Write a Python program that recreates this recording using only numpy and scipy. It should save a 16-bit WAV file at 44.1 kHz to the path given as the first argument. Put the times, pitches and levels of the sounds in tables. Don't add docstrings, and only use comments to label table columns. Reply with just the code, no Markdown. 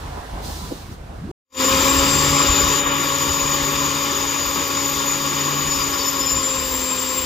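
import sys
import numpy as np
from scipy import signal
from scipy.fft import rfft, irfft, next_fast_len
from scipy.io import wavfile
from scipy.ndimage import uniform_filter1d

SR = 44100
rng = np.random.default_rng(int(sys.argv[2]) if len(sys.argv) > 2 else 0)


def how_loud(loudness_db):
    steps = np.asarray(loudness_db, float) / 20
    return 10 ** steps


def to_wav(sig):
    pcm = np.clip(np.atleast_2d(sig), -1, 1) * 32767
    pcm = np.round(pcm).astype(np.int16)
    wavfile.write(sys.argv[1], SR, pcm.T)


N = 319725
TIME = np.arange(N) / SR

# pitch in Hz, level in dB per Hz.
WIND_COLOUR = [(13, -39), (22, -15), (49, 2.5), (71, -4), (100, -4.5), (134, -4.5), (198, -8.5),
               (268, -15.5), (400, -15.5), (520, -32.5), (880, -120)]
THUMP_COLOUR = [(90, -20), (170, -1.5), (330, -2.5), (520, -9), (700, -12.5), (900, -18), (1400, -40)]
DISTANT_COLOUR = [(150, -46), (250, -5.5), (331, -6), (387, -22.5), (452, -1), (497, -9.5), (737, -4.5),
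                  (889, -7.5), (976, -7.5), (3000, -22.5), (3900, -47), (6600, -120)]
AIR_COLOUR = [(1500, -35), (2200, -13), (3500, -0.5), (5240, -4.5), (8000, -9), (10500, -12.5),
              (13000, -15.5), (15600, -15)]
VALVE_COLOUR = [(1290, -46), (2200, -20), (2790, -11), (3570, -8), (4070, -5), (5830, -9), (6440, -9),
                (12200, -17.5), (14900, -14), (15600, -17)]
GUST_COLOUR = [(12, -42), (20, -11), (40, -1.5), (70, 7.5), (112, -6.5), (135, 0.5), (180, -9), (300, -120)]
ROAR_COLOUR = [(90, -11), (160, -7), (350, -0.5), (500, -4), (600, -8.5), (700, -18.5), (850, -7),
               (1100, 1), (1500, -14), (1700, -8.5), (2400, -6), (2650, -4), (3700, -0.5), (3950, -11)]
HISS_COLOUR = [(3750, -26), (3900, 0.5), (4200, -4.5), (4900, 4.5), (5500, -2.5), (6000, -1.5), (6500, -1),
               (7000, 3.5), (7300, -1.5), (7600, -7.5), (8300, -15.5), (8600, -40)]
TOP_COLOUR = [(7900, -3.5), (8600, 8), (9400, -3), (10000, -1), (11000, -0.5), (11700, -3.5), (12500, -4),
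              (13200, 0), (14500, 7), (15200, -4), (15600, -3)]

# pitch in Hz, likeness from 0 to 1, lead of the right port in radians, left over right in dB.
WIND_PORTS = [(40, .9995, 0, 0), (70, .99, 0, 0), (130, .87, 0, 0), (300, .75, 0, 0)]
QUIET_PORTS = [(60, .998, 0, -1), (130, 1, 0.12, -3), (290, 0.73, 0.076, -0.5), (700, 0.4, 1.6, -4.5),
               (1400, 0.24, 1.6, -4), (3000, 0.18, 0.6, -1.5), (7950, 0.22, 0.45, -2),
               (15000, 0.97, 0.19, 1)]
CRANE_PORTS = [(55, 0.95, 3, 0), (150, 0.93, -0.97, 1.5), (515, 1, 0.57, 2.5), (655, 0.17, -1, -2),
               (1040, 1, -1.5, 6.5), (1520, 0.78, -2, -0.5), (2440, 0.73, 0, 4), (4100, 0.66, 0, 4),
               (4430, 0.87, 0, 8.5), (7900, 1, 0, 4.5), (8700, .3, 2.4, .5), (10500, .6, .3, 1.5),
               (12500, .35, -2.5, 0), (14200, 0.72, 1, -2.5)]

# time in seconds, level in dB.
CALM = [(0, 1), (.3, 0), (.4, 0.5), (.65, -2), (.97, -7.5), (1.31, -6.5)]
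# centre in seconds, length in seconds, level in dB.
PUFFS = [
    (.12, 0.28, -55),
    (.4, 0.21, -36),
    (.58, 0.29, -44),
    (.93, 0.095, -42),
    (1.26, 0.06, -36),
]
# centre in seconds, length in seconds, level in dB.
THUMPS = [(.07, 0.043, -40), (.175, 0.056, -37), (.245, 0.027, -33), (.365, .05, -40), (.44, 0.045, -31),
          (.495, .04, -33), (.57, .05, -43), (.72, 0.07, -37), (.81, .03, -48), (.93, .06, -50),
          (1.04, 0.021, -36), (1.25, 0.043, -40)]
# pitch in Hz, level in dB over the wind.
IDLE_TONES = [(26, -38), (52, -4), (79, -5), (104, -15), (207, -20)]
# pitch in Hz, level in dB over the distant machinery.
IDLE_PUMP = [(999, -11.5), (1303, -24)]
# centre in seconds, length in seconds, level in dB.
VALVE_SPIT = [(.94, .09, -56)]

# time in seconds, level in dB.
CRANE_LOUDNESS = [(1.62, -22), (1.8, -20), (2.6, -21), (2.85, -23), (3.35, -25), (3.75, -24.5),
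                  (4.5, -26.5), (5.3, -26), (6.2, -27), (6.45, -28), (7.25, -29)]
# centre in seconds, length in seconds, level in dB.
GUSTS = [(1.74, 0.065, -31), (2.0, 0.47, -37), (2.3, .12, -32), (2.5, 0.11, -27.5), (2.66, 0.26, -30),
         (2.87, .12, -38), (3.31, 0.11, -29), (3.45, .08, -34), (4.0, 0.22, -41), (5.65, .2, -55),
         (5.92, 0.2, -41), (6.36, 0.11, -30), (6.65, 0.59, -35)]
# centre in seconds, length in seconds, level in dB.
HUM_SWELLS = [(2.25, 0.86, -29), (3.0, 1.4, -37), (3.7, 1.08, -34.5), (4.3, 1.1, -47), (4.9, 1.3, -39.5),
              (5.5, 1.1, -34), (6.1, 0.89, -45.5)]
# start in seconds, length in seconds,
# first pitch in Hz, last pitch in Hz, level in dB.
SQUEAKS = [(5.68, .06, 5320, 5290, -38), (5.703, .045, 4620, 4680, -32), (5.727, .05, 5270, 5260, -30),
           (5.784, .064, 4810, 4880, -27.5), (5.915, .05, 5110, 5090, -31),
           (5.982, .055, 4620, 4600, -28.5), (5.985, .058, 5300, 5310, -33), (6.04, .064, 5300, 5330, -27),
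           (6.11, .11, 5040, 5100, -37), (6.203, .056, 5200, 5230, -30), (6.255, .075, 5260, 5300, -28.5),
           (6.318, .03, 5300, 5480, -37),
           (5.66, .2, 5320, 5260, -40), (5.75, .1, 4700, 4900, -41), (5.95, .1, 5050, 4950, -38),
                 (6.1, .05, 5330, 5330, -38), (6.17, .07, 5070, 5110, -36), (6.24, .04, 5230, 5260, -37)]
# time in seconds, pitch in Hz.
TURBO_HZ = [(1.6, 7060), (1.95, 7369), (2.05, 7398), (2.15, 7378), (2.31, 7290), (2.48, 7142), (2.66, 7044),
            (2.84, 6986), (3.3, 6918), (3.89, 6803), (4.3, 6800), (4.8, 6908), (5.4, 6865), (5.66, 6896),
            (6.19, 7020), (6.54, 7290), (6.72, 7340), (7.25, 7439)]
# centre in seconds, length in seconds, shake in Hz.
SHAKE = [(1.95, .7, 30), (2.65, .35, 50), (3.25, .5, 40), (3.6, .3, 25), (5.05, .6, 45), (6.4, .3, 20),
         (7.05, .3, 30)]
# time in seconds, pitch in Hz.
PUMP_HZ = [
    (1.6, 263.2),
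    (1.91, 272.5),
    (2.23, 279.4),
    (4.11, 279.6),
    (5.99, 278.0),
    (6.3, 271.1),
    (6.62, 263.8),
    (6.93, 258.3),
    (7.24, 260.8),
]
# overtone number, dB under the roar at that pitch, dB gained under load.
PUMP_UPPER = [(3, -10, -7), (4, -9, 1), (5, -9, -9)]
# centre in seconds, length in seconds, level in dB.
SURGE = [(1.985, 0.29, -28.5)]
# pitch in Hz, width in Hz, gain in dB.
PANELS = [(362, 15, 0), (414, 45, 2), (811, 21, -0.5), (922, 24, -1.5), (915, 11, 4.5), (1002, 39, 4),
          (1050, 18, 1.5), (1160, 13, 3.5), (1195, 18, 5), (1212, 33, -3), (1294, 14, 8.5), (1360, 33, 2),
          (1365, 28, -8.5), (1386, 30, 9), (1605, 240, 2.5), (1790, 60, 2.5), (2440, 64, 5),
          (2600, 56, 1.5), (2670, 54, -10.5), (2965, 70, 1.5), (3285, 810, -5), (3680, 150, 1),
          (4570, 82, 1.5), (5020, 120, 1.5), (5900, 62, 4), (6910, 160, 2.5), (8700, 240, -16.5),
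          (10150, 280, 5.5), (10260, 150, -11)]

# pitch in Hz, dB from the usual level under which a band is muted.
MUTE_EDGE = [(7900, -5.5), (8700, -2.2), (9050, -3.8), (9500, -2.1), (10000, -4.8), (10500, -2.6),
             (11000, -3.8), (11700, -2.6), (12600, -1.2), (13100, -3.5), (13400, -30), (15150, -30),
             (15230, 2.1), (15560, 2.2), (15600, 30)]
# centre in seconds, length in seconds, treble change in dB, rise
# of the muting edge in dB.
THIN_TREBLE = [(2.52, .6, -3, 2.0), (3.55, .5, -.6, 1.1), (4.1, .5, -.6, 1.2), (4.75, .3, -.6, .8),
               (5.5, .3, -.6, .8), (6.25, .8, -1.5, 1.3)]


def evened(x):
    return x / np.sqrt(np.mean(x ** 2) + 1e-20)


def curve(rows):
    s, value = np.transpose(rows)
    return np.interp(TIME, s, value)


def over_hz(rows, hz):
    f, *values = np.transpose(rows)
    return [np.interp(np.log(hz + 1), np.log(f + 1), v) for v in values]


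def wander(per_s):
    size = max(int(SR / per_s), 1)
    smooth = uniform_filter1d(rng.standard_normal(N), size)
    return evened(uniform_filter1d(smooth, size))


def hump(centre_s, length_s):
    return np.cos(np.pi * np.clip((TIME - centre_s) / length_s, -.5, .5)) ** 2


def swells(rows):
    return sum(how_loud(db) * hump(s, length) for s, length, db in rows)


def bumps(rows, column):
    return sum(row[column] * hump(row[0], row[1]) for row in rows)


def resonance(hz, centre_hz, width_hz, db):
    return db / (1 + (2 * (hz - centre_hz) / width_hz) ** 2)


def noise(shape, ports, patch_db, flicker_db, size=1024):
    frames, hz = 4 * N // size + 5, np.fft.rfftfreq(size, 1 / SR)
    a, b, c, d, patches = rng.standard_normal((frames, len(hz), 5)).T
    patches = uniform_filter1d(patches, size=10, axis=0)
    patches = evened(uniform_filter1d(patches, size=10, axis=1))
    same, lead, balance_db = (v[:, None] for v in over_hz(ports, hz))
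    same = np.clip(same, 0, 1)
    left, right = how_loud(balance_db / 2), how_loud(-balance_db / 2)
    centre = np.sqrt(left ** 2 + right ** 2 + 2 * same * np.cos(lead)) / 2
    shared, private = a + 1j * b, c + 1j * d
    at_right = same * shared + np.sqrt(1 - same ** 2) * private
    z = np.array([left * shared, right * np.exp(1j * lead) * at_right])
    inside = (hz >= shape[0][0]) & (hz <= shape[-1][0])
    colour_db = over_hz(shape, hz)[0][:, None] + patch_db * patches
    z *= how_loud(colour_db) * inside[:, None] / centre
    x = signal.istft(z, nperseg=size, noverlap=size - size // 4)[1][:, :N]
    x = x * how_loud(flicker_db * wander(61))
    return x / np.std(x.mean(0))


def tone(hz, fuzz, fuzz_hz, lead, balance_db):
    turn = np.exp(2j * np.pi * (np.cumsum(hz + 0 * TIME) / SR + rng.random()))
    skirt = (wander(fuzz_hz) + 1j * wander(fuzz_hz)) * np.sqrt(.5)
    carrier = turn * (1 + fuzz * skirt) * np.sqrt(2 / (1 + fuzz ** 2))
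    pair = np.array([how_loud(balance_db / 2), how_loud(-balance_db / 2) * np.exp(1j * lead)])
    return (carrier * (pair / abs(pair.mean()))[:, None]).real


def quiet_wind(blowing):
    wind = blowing * noise(WIND_COLOUR, WIND_PORTS, patch_db=1.5, flicker_db=2.5, size=4096)
    return wind + swells(THUMPS) * noise(THUMP_COLOUR, QUIET_PORTS, patch_db=2.0, flicker_db=5.0)


def idling_engine(blowing):
    idle = sum(how_loud(db) * tone(hz, fuzz=0.8, fuzz_hz=14, lead=0.02, balance_db=-.4)
               for hz, db in IDLE_TONES)
    return uniform_filter1d(blowing, size=8000) * idle


def distant_machinery():
    distant_db, pump_fade_s = -38.5 + curve(CALM), 0.83
    distant = how_loud(distant_db) * noise(DISTANT_COLOUR, QUIET_PORTS, patch_db=2.2, flicker_db=0.6)
    running = np.clip((pump_fade_s - TIME) / .15, .3, 1)
    for hz, db in IDLE_PUMP:
        pump_tone = tone(hz, fuzz=0.3, fuzz_hz=6.1, lead=1.1, balance_db=-6.0)
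        distant += running * how_loud(distant_db + db) * pump_tone
    return distant


def open_air():
    level_db = -48.5 + 1.07 * curve(CALM)
    return how_loud(level_db) * noise(AIR_COLOUR, QUIET_PORTS, patch_db=0.5, flicker_db=0.3)


def air_valve():
    open_s, rise_s, shut_s = np.maximum(TIME - 0.414, 0), 0.035, 1
    top_db, bleed_db = -39, -59
    flow = np.minimum(open_s / rise_s, 1) * how_loud(top_db + bleed_db * open_s ** 2)
    flow = flow + swells(VALVE_SPIT)
    flow = flow * np.clip((shut_s + .08 - TIME) / .16, 0, 1) ** 2
    hiss = flow * noise(VALVE_COLOUR, QUIET_PORTS, patch_db=.8, flicker_db=.4)
    whistle = tone(14600, fuzz=1.5, fuzz_hz=300, lead=.2, balance_db=-1.0)
    return hiss + how_loud(-58) * hump(.43, .06) * whistle


def whirl():
    since = np.clip(TIME - 1.17, 0, .2)
    hz = 80 * 2 ** (16.5 * since)
    rough = tone(hz, fuzz=.9, fuzz_hz=170, lead=.05, balance_db=-.3)
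    return rough * how_loud(-33.5) * np.minimum(since / 0.054, 1)


def quiet_deck():
    blowing = how_loud(-37.5) + swells(PUFFS)
    background = quiet_wind(blowing) + idling_engine(blowing) + distant_machinery() + open_air()
    return background + air_valve() + whirl()


def layer_db(settled_db, share, per_khz):
    louder_db = curve(CRANE_LOUDNESS) + 26
    faster_khz = (curve(TURBO_HZ) - 6900) / 1000
    return settled_db + share * louder_db + per_khz * faster_khz


def duck():
    since, hold_s, recover_s = TIME - 2.795, 0.1, 0.12
    drop = np.clip(since / 0.013, 0, 1)
    return -8.5 * drop * np.exp(-np.maximum(since - hold_s, 0) / recover_s)


def crane_wind():
    blowing = how_loud(layer_db(-41, 0.91, 0)) + swells(GUSTS)
    return blowing * noise(GUST_COLOUR, WIND_PORTS, patch_db=3.0, flicker_db=1.0, size=4096)


def deck_hum():
    plate_hz = 144.5
    hum = tone(plate_hz, fuzz=.12, fuzz_hz=8, lead=-.5, balance_db=.3)
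    hum += how_loud(-12) * tone(1.49 * plate_hz, fuzz=.3, fuzz_hz=8, lead=-.4, balance_db=.5)
    return hum * swells(HUM_SWELLS)


def squeaks():
    out, shake_hz = np.zeros((2, N)), 14 * wander(250)
    sides = how_loud(np.array([[2.8], [-4.2]]))
    for s, length, from_hz, to_hz, db in SQUEAKS:
        u = np.clip((TIME - s) / length, 0, 1)
        hz = from_hz + (to_hz - from_hz) * u + shake_hz
        phase = 2 * np.pi * np.cumsum(hz) / SR
        strength = np.sin(np.pi * u) ** 0.73 * (1 + 0.2 * wander(150))
        out += how_loud(db) * np.sqrt(2) * strength * np.sin(phase) * sides
    return out


def turbo():
    hz = curve(TURBO_HZ)
    blade_db = layer_db(-30, 0.3, 3.6) + 0.22 * duck() + 1.1 * wander(27)
    blade_db = blade_db + resonance(hz, 7093, 310, 5.5)
    octave_db = layer_db(-36, 0.37, 4.4) + 0.47 * duck() + 1.8 * wander(14)
    hz = uniform_filter1d(hz, size=4000) + (10 + bumps(SHAKE, column=2)) * wander(260)
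    core = how_loud(-1.0) * tone(hz, fuzz=0.7, fuzz_hz=60, lead=.02, balance_db=7.0)
    skirt = how_loud(-5.5 + .5 * duck()) * tone(hz, fuzz=4.0, fuzz_hz=440, lead=.02, balance_db=8.0)
    octave = how_loud(-3.5) * tone(2 * hz, fuzz=1.3, fuzz_hz=160, lead=.1, balance_db=.2)
    octave_skirt = how_loud(-7) * tone(2 * hz, fuzz=6.0, fuzz_hz=800, lead=.1, balance_db=4.0)
    return how_loud(blade_db) * (core + skirt) + how_loud(octave_db) * (octave + octave_skirt)


def pump():
    hz, roar_db = curve(PUMP_HZ), curve(CRANE_LOUDNESS)
    free_hz, loaded_hz = 279, 262
    load = np.clip((free_hz - hz) / (free_hz - loaded_hz), 0, 1)
    first_gain = how_loud(layer_db(-33.5, 1, 0)) + swells(SURGE)
    second_db = layer_db(-39, 1.28, 0) + resonance(2 * hz, 526, 40, 9)
    out = first_gain * tone(hz, fuzz=0.19, fuzz_hz=26, lead=-0.36, balance_db=1.0)
    octave = tone(2 * hz, fuzz=.9 - .65 * load, fuzz_hz=50, lead=-.3, balance_db=1.8)
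    out += how_loud(second_db - 2.5) * octave
    for order, db, loaded_db in PUMP_UPPER:
        overtone_hz = round(order) * hz
        rough = tone(overtone_hz, fuzz=1.2 - .45 * load, fuzz_hz=60, lead=-1.4, balance_db=5.0)
        out += how_loud(roar_db + db + loaded_db * load + over_hz(ROAR_COLOUR, overtone_hz)[0]) * rough
    oil_rush = tone(4 * hz, fuzz=2.5, fuzz_hz=200, lead=-1.9, balance_db=7.5)
    return out + how_loud(roar_db - 16.5) * oil_rush


def housing(x):
    size = next_fast_len(N)
    hz = np.fft.rfftfreq(size, 1 / SR)
    colour_db = sum(resonance(hz, centre_hz, width_hz, db) for centre_hz, width_hz, db in PANELS)
    return irfft(rfft(x, size) * how_loud(colour_db), size)[:, :N]


def engine():
    roar_db = curve(CRANE_LOUDNESS)
    hiss_db = layer_db(-30.5, 0.85, 2.6) + duck() + 1.0
    top_db = layer_db(-42, 0.54, 4) + 0.71 * duck() + bumps(THIN_TREBLE, column=2) + 4.5
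    roar = how_loud(roar_db) * noise(ROAR_COLOUR, CRANE_PORTS, patch_db=1.08, flicker_db=.5)
    hiss = how_loud(hiss_db) * noise(HISS_COLOUR, CRANE_PORTS, patch_db=1.0, flicker_db=.5)
    top = how_loud(top_db) * noise(TOP_COLOUR, CRANE_PORTS, patch_db=.9, flicker_db=.5)
    firing = how_loud(roar_db - 20) * tone(86.5, fuzz=0.31, fuzz_hz=6.6, lead=-.02, balance_db=.1)
    return housing(roar + hiss + top) + firing


def mute_weak_treble(x):
    middle_and_side = np.array([x[0] + x[1], x[0] - x[1]]) / 2
    hz, t, z = signal.stft(middle_and_side, SR, nperseg=1024, noverlap=512)
    bands = (abs(z[:, :512]) ** 2).reshape(2, 128, 4, -1).mean(2)
    band_hz = hz[2:512:4]
    level_db = 10 * np.log10(uniform_filter1d(bands, size=5, axis=2) + 1e-20)
    usual_db = 10 * np.log10(uniform_filter1d(bands, size=24, axis=2) + 1e-20)
    edge_rise_db = np.interp(t, TIME, bumps(THIN_TREBLE, column=3)) + .35
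    edge_db = np.where(band_hz < MUTE_EDGE[0][0], -99, over_hz(MUTE_EDGE, band_hz)[0])
    heard = level_db - usual_db > edge_db[:, None] + edge_rise_db
    z[:, :512] *= np.repeat(heard, 4, axis=1)
    mid, side = signal.istft(z, SR, nperseg=1024, noverlap=512)[1][:, :N]
    return np.array([mid + side, mid - side])


def crane_fade():
    from_s, full_s, step_s = 1.471, 1.6086, 1024 / SR
    ripple = np.sin(2 * np.pi * (TIME - 1.523) / step_s)
    stepped = TIME + .95 * step_s / (2 * np.pi) * ripple
    fade = np.clip((stepped - from_s) / (full_s - from_s), 0, 1) ** 4.5
    return fade + how_loud(-70) * np.clip((TIME - 1.44) / .05, 0, 1)


def scene():
    stop = np.clip((1.3145 - TIME) / 0.00067, 0, 1)
    crane = crane_wind() + deck_hum() + squeaks() + turbo() + pump() + engine()
    return stop * quiet_deck() + crane_fade() * mute_weak_treble(crane)


def low_pass(x):
    return signal.sosfilt(signal.butter(12, 16180, fs=SR, output="sos"), x)


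def record(dry):
    ceiling = 1.15
    mix = ceiling * np.tanh(dry / ceiling)
    return low_pass(mix)


dry = scene()
out = record(dry)
to_wav(out)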